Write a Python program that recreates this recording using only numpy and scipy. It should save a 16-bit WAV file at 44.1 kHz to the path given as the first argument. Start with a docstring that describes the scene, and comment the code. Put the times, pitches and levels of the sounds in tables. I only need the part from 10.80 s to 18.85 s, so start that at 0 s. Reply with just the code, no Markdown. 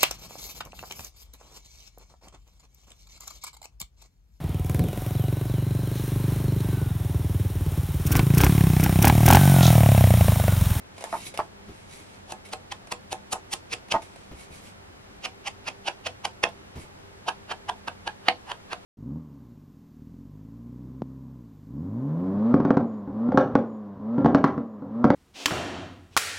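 """Inking a card's edge

A sponge dauber is flicked along the edge of a hand-held card, five times a second, over a craft table.
Each dab is a swelling scuff that ends as the edge slips free and the card rings; it darkens toward the
far corner. Between runs the dauber is pressed on its ink pad, and fingers slide on, tick against and
buckle the card. The room is small and quiet, with a distant fan."""
import sys
import numpy as np
from scipy import signal
from scipy.fft import rfft, irfft, next_fast_len
from scipy.io import wavfile
from scipy.ndimage import uniform_filter1d, minimum_filter1d

SR = 44100
rng = np.random.default_rng(int(sys.argv[2]) if len(sys.argv) > 2 else 0)


def materialize(psi):
    """Save the field psi as 16-bit PCM at rate SR to the path in sys.argv[1].

    A 1-D psi becomes a single channel; in a 2-D psi each row is a channel.
    """
    bounded = np.clip(np.atleast_2d(psi).T, -1, 1)
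    quanta = np.round(bounded * 32767).astype(np.int16)
    wavfile.write(sys.argv[1], SR, quanta)


N = 355005
TIME = np.arange(N) / SR


def amp(db):
    """Decibels to gain."""
    return 10 ** (np.asarray(db) / 20)


def unit_rms(x):
    """Scales to rms 1."""
    return x / np.sqrt(np.mean(x ** 2) + 1e-20)


def curve_at(points, hz):
    """Reads a table on a log-frequency axis."""
    point_hz, value = np.transpose(points)
    return np.interp(np.log(hz + 1), np.log(point_hz + 1), value)


def bin_hz(size):
    """Frequencies of a real spectrum."""
    return np.fft.rfftfreq(size, 1 / SR)


def add(mix, start_s, sound):
    """Mixes a sound in at start_s."""
    part = mix[max(round(start_s * SR), 0):][:len(sound)]
    part += sound[:len(part)]


def minimum_phase(colour_db):
    """Minimum-phase impulse response of energy 1."""
    log_gain = np.log(amp(np.r_[colour_db, colour_db[-2:0:-1]]))
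    impulse = np.fft.ifft(np.exp(np.conj(signal.hilbert(log_gain)))).real
    return impulse / np.linalg.norm(impulse)


def diffuse(a, b, likeness):
    """Turns two unrelated spectra into a left-right pair, alike in the bass, wide in the treble."""
    correlation = np.clip(curve_at(likeness, bin_hz(N)), -.95, .95)
    mid = a * np.sqrt((1 + correlation) / 2)
    side = b * np.sqrt((1 - correlation) / 2)
    return np.array([mid + side, mid - side])


def grit(size, spread_db):
    """Fibres catch and slip: dense tiny clicks of uneven size."""
    click, strength = rng.standard_normal((size, 2)).T
    return unit_rms(click * amp(spread_db * np.clip(strength, -2, 2)))


def burst(envelope, colour_db, spread_db, evenness=0.29):
    """Grit under an envelope, partly flattened in spectrum, coloured by the thing it shakes."""
    size = next_fast_len(2 * len(envelope))
    spectrum = rfft(envelope * grit(len(envelope), spread_db), size)
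    local_power = uniform_filter1d(abs(spectrum) ** 2, size=size // 200 + 1)
    flattened = irfft(spectrum / (abs(local_power) + 1e-20) ** (evenness / 2), size)
    sound = signal.fftconvolve(flattened[:len(envelope)], minimum_phase(colour_db))
    return sound * np.linalg.norm(envelope) / np.linalg.norm(sound)


def touches(rows, colour, spread_db, rise_s):
    """Short contacts that build and die away exponentially."""
    out, t = np.zeros(N), np.arange(SR // 4) / SR
    for start_s, level_db, decay_s in rows:
        envelope = amp(level_db) * np.exp(-t / decay_s) * (1 - np.exp(-t / rise_s))
        add(out, start_s, burst(envelope, curve_at(colour, bin_hz(2048)), spread_db))
    return out


# room air spectrum: freq_hz, relative_db
AIR_COLOUR = [(12, -61), (20, -8), (95, -5), (166, -8), (196, -8.5), (362, -11.5), (404, -12), (478, -13),
              (519, -11), (565, -14), (906, -14), (985, -17), (1630, -19), (12800, -41), (15500, -84)]
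# room air, left against right: freq_hz, correlation
AIR_LIKENESS = [(60, 1), (180, 0.069), (600, -0.48), (1300, -0.46), (5000, -0.66), (15000, -0.66)]
# fan tones: pitch_hz, level_db, width_hz
FAN_TONES = [(92.3, -59.5, 11.5), (198.6, -62.5, 7.2), (398, -64.5, 6.4)]


def air_and_fan(air_db=-52.5):
    """Diffuse room air and a distant fan whose narrow noise bands waver."""
    hz = bin_hz(N)
    mid, side, fan_noise = rfft(rng.standard_normal((3, N)))
    mid_share = diffuse(1, 0, AIR_LIKENESS)[0]
    air = irfft(diffuse(mid, side, AIR_LIKENESS) / mid_share * amp(curve_at(AIR_COLOUR, hz)), N)
    hum = np.zeros(N)
    for pitch_hz, level_db, width_hz in FAN_TONES:
        resonance = 1 / (1 + (2 * (hz - pitch_hz) / width_hz) ** 2)
        hum += amp(level_db) * unit_rms(irfft(fan_noise * resonance, N))
    return amp(air_db) * air / air.mean(0).std() + hum


def stroke_level_db(strokes, speed_up_share=0.57):
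    """Each finger stroke gathers speed smoothly, then slows to rest."""
    power = np.zeros(N)
    for peak_s, length_s, level_db in strokes:
        start_s = peak_s - speed_up_share * length_s
        speed = np.interp(TIME, [start_s, peak_s, start_s + length_s], [0, 1, 0])
        eased = speed ** 2 * (3 - 2 * speed)
        power += (amp(level_db) * eased) ** 2
    return 10 * np.log10(power + 1e-12)


# finger strokes: peak_s, length_s, level_db
STROKES = [(.23, 0.24, -55.5), (0.375, 0.3, -47), (0.467, 0.095, -43), (0.606, 0.18, -57),
           (0.973, 0.37, -60.5), (1.167, 0.27, -52.5), (1.33, 0.32, -61), (1.661, 0.031, -48.5),
           (3.247, .12, -57), (3.417, 0.71, -63.5), (3.608, 0.18, -53.5), (3.754, 0.15, -53),
           (3.859, 0.23, -54), (6.012, 0.14, -53.5)]
# skin on card: freq_hz, relative_db
RUB_COLOUR = [(200, -1.5), (900, -11), (1700, -15), (2250, 1), (2700, -4), (3500, -4.5), (6000, -6.5),
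              (8500, -3.5), (11000, -12), (13500, -69), (15500, -27)]


def finger_slides(strokes, spread_db=5, catch_db=3, airy_db=-7, brisk_db=-45):
    """Skin rubs on card: a hiss that catches unevenly and turns airy when the stroke is brisk."""
    catch = unit_rms(uniform_filter1d(rng.standard_normal(N), size=300))
    rub = grit(N, spread_db) * amp(catch_db * catch)
    hiss = signal.oaconvolve(rub, minimum_phase(curve_at(RUB_COLOUR, bin_hz(1024))))[:N]
    airy_band = signal.butter(2, [9500, 11875], "band", fs=SR, output="sos")
    airy = signal.sosfilt(airy_band, grit(N, spread_db))
    level_db = stroke_level_db(strokes)
    airy_gain = amp(airy_db + (level_db - brisk_db) / 2)
    return amp(level_db) * (unit_rms(hiss) + airy_gain * unit_rms(airy))


# fingertip contacts: start_s, level_db, decay_s
TICKS = [(.180, -41, 0.0051), (.208, -39.5, 0.0059), (.223, -37, 0.0031), (.2402, -22.5, 0.00094),
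         (.249, -48, .002), (.540, -42, 0.016), (.575, -23, 0.0011), (1.688, -47.5, 0.0058),
         (2.072, -42, 0.0025), (3.085, -44, .002), (3.220, -45, 0.011), (3.360, -44, .003),
         (3.748, -48, 0.003), (5.689, -40, 0.0018)]
# tick spectrum: freq_hz, relative_db
TICK_COLOUR = [(100, -4), (700, 10), (1500, 7.5), (2300, 6.5), (4500, 3.5), (7000, 2), (10500, 1),
               (15500, -29)]


def finger_ticks():
    """Fingertips meet the card in sharp, bright ticks."""
    return touches(TICKS, TICK_COLOUR, spread_db=1, rise_s=.00005)


# card buckling as it is moved: start_s, level_db, gap_s
BUCKLES = [(.258, -41, .012), (0.327, -23, 0.012), (.590, -15.5, .0055), (2.549, -33, 0.0074),
           (3.140, -16.5, 0.0095), (5.648, -28, .009)]
# pop spectrum: freq_hz, relative_db
POP_COLOUR = [(80, -20.5), (250, -15.5), (500, -12), (750, 0.5), (1000, -2.5), (1300, -10.5), (1800, -17.5),
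              (3000, -34.5), (6000, -40.5), (15000, -54)]


def card_buckles(pop_count=3, fall_db=2.5):
    """The card gives way in a quick run of weakening pops."""
    pops = [(start_s + k * gap_s, level_db - k * fall_db, gap_s)
            for start_s, level_db, gap_s in BUCKLES for k in range(pop_count)]
    return touches(pops, POP_COLOUR, spread_db=3.5, rise_s=.0004)


# dauber on ink pad: start_s, level_db, decay_s
PRESSES = [(.879, -31, 0.018), (3.509, -30, 0.017), (3.695, -42, 0.033), (5.955, -27, 0.019),
           (6.025, -44, 0.034)]
# press spectrum: freq_hz, relative_db
PRESS_COLOUR = [(25, -3), (70, 2.5), (130, -4), (200, -3), (350, -3.5), (550, -15), (1200, -21),
                (4000, -32), (15000, -41)]


def pad_presses():
    """The sponge meets its ink pad with a soft, low thud."""
    return touches(PRESSES, PRESS_COLOUR, spread_db=0.5, rise_s=0.011)


# scuff spectra at the thumb, mid-edge and free corner: freq_hz, relative_db
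THUMB_COLOUR = [(100, -6), (300, 3), (600, -5.5), (850, 8.5), (1250, -3.5), (1800, -0.5), (2500, -4.5),
                (4000, 1), (6000, -6), (8000, 1.5), (10500, -5.5), (13000, -16), (16000, -40)]
MID_EDGE_COLOUR = [(100, -57), (300, -29), (500, -4.5), (800, 7), (1200, -4.5), (1900, -11), (2700, -2),
                   (3900, -13), (5000, -8.5), (7000, -12), (10500, -16.5), (13000, -47), (16000, -52)]
CORNER_COLOUR = [(100, 15), (300, 1.5), (550, -8), (900, 4.5), (1250, -5.5), (1650, 12), (2150, -17),
                 (2900, -5), (3800, -11.5), (4700, -18.5), (6000, -32), (10500, -31.5), (13000, -64),
                 (16000, -62)]
# scuff treble over time: time_s, shelf_db
SCUFF_TREBLE = [(2.3, -2.5), (2.7, 14), (3.1, 3), (4.5, 0.5), (5.45, 2), (5.65, -4), (6.5, 0), (7.9, 2)]


def scuff_colour_db(hz, time_s, place, rasp_db, body_db=-1.5, body_hz=800, treble_hz=4500):
    """Place on the edge sets the colour; rasp cuts body and top so the mid-treble stands out."""
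    colours = [THUMB_COLOUR, MID_EDGE_COLOUR, CORNER_COLOUR]
    edge_db = sum(max(1 - abs(place - k), 0) * curve_at(colour, hz) for k, colour in enumerate(colours))
    body = np.exp(-np.log2((hz + 1) / body_hz) ** 2)
    shelf = hz ** 2 / (hz ** 2 + treble_hz ** 2)
    shelf_db = np.interp(time_s, *np.transpose(SCUFF_TREBLE))
    return edge_db + (body_db - rasp_db) * body + (shelf_db - rasp_db) * shelf


# dabs: release_s, scuff_db, length_s, snap_db, rasp_db
DABS = [(1.5243, -42, 0.062, -29.5, -6), (1.737, -35.5, 0.025, -25.5, 0), (1.9258, -30, 0.017, -55, 13),
        (2.1262, -26.5, 0.017, -30, 0), (2.331, -29, 0.023, -28.5, -3), (2.5349, -23, 0.022, -43, -5.5),
        (2.7405, -25.5, .029, -49, 8.5), (2.9403, -27.5, 0.034, -42, 15.5), (3.1244, -22.5, .02, -21, 14),
        (4.4609, -28.5, 0.034, -50, 13), (4.6839, -28.5, 0.035, -45, 12.5), (4.8898, -28.5, 0.035, -46, 10),
        (5.0876, -24.5, 0.034, -40, 7), (5.2743, -26, 0.026, -45, 9), (5.4566, -22.5, .016, -42, 3),
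        (5.641, -18, 0.013, -15.5, 5), (6.4933, -22.5, 0.026, -26, -6), (6.7251, -28, 0.039, -45, 1),
        (6.8992, -24, 0.019, -35, -6), (7.085, -25.5, 0.016, -42, -4.5), (7.2789, -30, 0.021, -21.5, -1.5),
        (7.4875, -37, 0.048, -6.5, 3), (7.72, -38.5, 0.063, -24.5, -3), (7.9336, -35.5, 0.043, -23.5, -1)]
# contact point on the edge: time_s, place (0 thumb, 2 corner)
EDGE_PLACE = [(2.7, 0.41), (3.2, 0.98), (4.4, 0.81), (5.1, 1.23), (5.7, 1.07), (6.5, 1.48), (7.5, 1.5)]
# crack of the stiff edge on a hard snap: freq_hz, relative_db
CRACK_COLOUR = [(100, -5), (400, -6), (750, 15.5), (1000, 5.5), (1350, 1), (1850, 9), (3000, 3),
                (4300, 0.5), (6000, -17), (10000, -20.5), (15000, -48)]


def edge_dabs(dabs, swell_db=22.5, hold_share=0.3, let_go_s=0.0015, spread_db=3):
    """The sponge's grip builds exponentially and holds; then the edge snaps free and the card rings."""
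    snap_width_s, snap_lead_s = 0.0015, 0.0018
    crack_from_db, crack_range_db = -21, 7
    ring_db, ring_loss_db = -1, 4
    out, hz = np.zeros(N), bin_hz(1024)
    t = np.arange(-SR // 10, SR // 100) / SR  # 0 at release
    for release_s, scuff_db, length_s, snap_db, rasp_db in dabs:
        place = np.interp(release_s, *np.transpose(EDGE_PLACE))
        grip_db = swell_db * np.minimum(t / length_s + hold_share, 0) / (1 - hold_share)
        drag = amp(scuff_db + grip_db) * np.clip(.5 - t / let_go_s, 0, 1)
        snap = amp(snap_db) * np.exp(-.5 * ((t + snap_lead_s) / snap_width_s) ** 2)
        crack_share = np.clip((snap_db - crack_from_db) / crack_range_db, 0, 1)
        envelope = np.hypot(drag, np.sqrt(1 - crack_share) * snap)
        scuff = burst(envelope, scuff_colour_db(hz, release_s, place, rasp_db), spread_db)
        crack = np.sqrt(crack_share) * burst(snap, curve_at(CRACK_COLOUR, hz), spread_db)
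        add(out, release_s + t[0], scuff + crack)
        ring_gain = np.hypot(amp(scuff_db), amp(snap_db)) * amp(ring_db - ring_loss_db * place ** 2)
        add(out, release_s - snap_lead_s / 2, ring_gain * card_ring())
    return out


# card modes: pitch_hz, relative_db, t60_s
CARD_MODES = [(158, -32, 0.27), (205.7, -17, 0.28), (295, -24, 0.12), (361, -7.5, 0.077), (491, -8, 0.14),
              (630, -7.5, 0.13), (762.6, 1.5, 0.065), (864, -8.5, 0.12), (1062, -7.5, 0.14),
              (1277, -9.5, 0.13), (2573, -2.5, .04), (2750, -34, .04)]


def card_ring(detune=.007):
    """The card's modes die away after its edge springs free."""
    t = np.arange(SR // 5) / SR
    ring = sum(amp(db - 60 * t / t60_s) * np.sin(2 * np.pi * pitch_hz * rng.normal(1, detune) * t)
               for pitch_hz, db, t60_s in CARD_MODES)
    return ring / abs(ring).max()


# reflection decay before t60_scale: freq_hz, base_t60_s
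ECHO_DECAY = [(150, 0.39), (700, 0.2), (2000, 0.13), (5000, 0.28), (12000, 0.12)]
# reflection spectrum: freq_hz, relative_db
ECHO_COLOUR = [(100, -8.5), (400, 2.5), (800, 2), (2000, 3.5), (5000, -6), (12000, 1)]


def reflections(start_s, t60_scale, taps_per_s=4000):
    """Two unrelated trains of sparse echoes, each band dying at its own rate."""
    shape = (2, SR // 3)
    taps = rng.choice([-1., 1.], shape) * (rng.random(shape) < taps_per_s / SR)
    taps[:, :int(start_s * SR)] = 0
    hz, t, bands = signal.stft(taps, SR, nperseg=256)
    decay = amp(-60 * t / (t60_scale * curve_at(ECHO_DECAY, hz)[:, None]))
    tail = signal.istft(bands * decay * amp(curve_at(ECHO_COLOUR, hz))[:, None], SR)[1]
    return tail / np.linalg.norm(tail, axis=1, keepdims=True)


# direct sound at the two microphone ports: freq_hz, left_lead_rad
PORT_PHASE = [(1100, -0.26), (1500, 2.2), (2300, 0.67), (3000, 1), (4200, 1.42), (5800, 0.85), (8500, 3.5),
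              (12000, 4.5)]
# reflections, left against right: freq_hz, correlation
ECHO_LIKENESS = [(250, 0.74), (900, 0.99), (1150, 0.1), (1500, 0.013), (5000, -0.083), (12000, -0.28)]


def in_room(sound, pan, table_db, walls_db):
    """Direct sound plus table-top and wall reflections, all panned by frequency."""
    hz = bin_hz(N)
    right_gain = amp(curve_at(pan, hz) / 2)
    balance = np.array([1 / right_gain, right_gain])
    direct = np.array([np.exp(1j * curve_at(PORT_PHASE, hz)), np.ones(len(hz))])
    table = diffuse(*rfft(reflections(start_s=.0002, t60_scale=0.029), N), ECHO_LIKENESS)
    walls = diffuse(*rfft(reflections(start_s=.003, t60_scale=0.75), N), ECHO_LIKENESS)
    return irfft(rfft(sound) * balance * (direct + amp(table_db) * table + amp(walls_db) * walls), N)


# pan of the dabs, and of card handling and ink pad: freq_hz, right_minus_left_db
DAB_PAN = [(300, 1.2), (1000, 1.2), (1400, 6.5), (2000, 1.5), (2800, 5), (4300, 0), (7500, -2), (11000, 2)]
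HANDLING_PAN = [(100, 0), (900, 2), (10000, 1)]


def scene():
    """Card handling, re-inking and dabbing over room air and fan."""
    buckling = in_room(card_buckles(), HANDLING_PAN, table_db=-45, walls_db=-10)
    ticking = in_room(finger_ticks(), HANDLING_PAN, table_db=-1.5, walls_db=-2)
    inking = in_room(pad_presses(), HANDLING_PAN, table_db=-19, walls_db=-15)
    # card and hand keep moving, so successive dabs and strokes meet different reflections
    dabbing = sum(in_room(edge_dabs(DABS[k::4]), DAB_PAN, table_db=-8, walls_db=-9.5) for k in range(4))
    sliding = sum(in_room(finger_slides(STROKES[k::3]), HANDLING_PAN, table_db=-3, walls_db=0.5)
                  for k in range(3))
    return air_and_fan() + sliding + ticking + buckling + inking + dabbing


def record(dry, ceiling=.92, cutoff_hz=15700):
    """A fast limiter holds peaks under full scale; a steep low-pass follows."""
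    allowed_gain = np.minimum(1, ceiling / (abs(dry).max(0) + 1e-9))
    gain = uniform_filter1d(minimum_filter1d(allowed_gain, size=181), size=181)
    lowpass = signal.firwin(511, cutoff_hz, window=("kaiser", 9), fs=SR)
    return signal.oaconvolve(dry * gain, lowpass[None], "same")


dry = scene()
out = record(dry)
materialize(out)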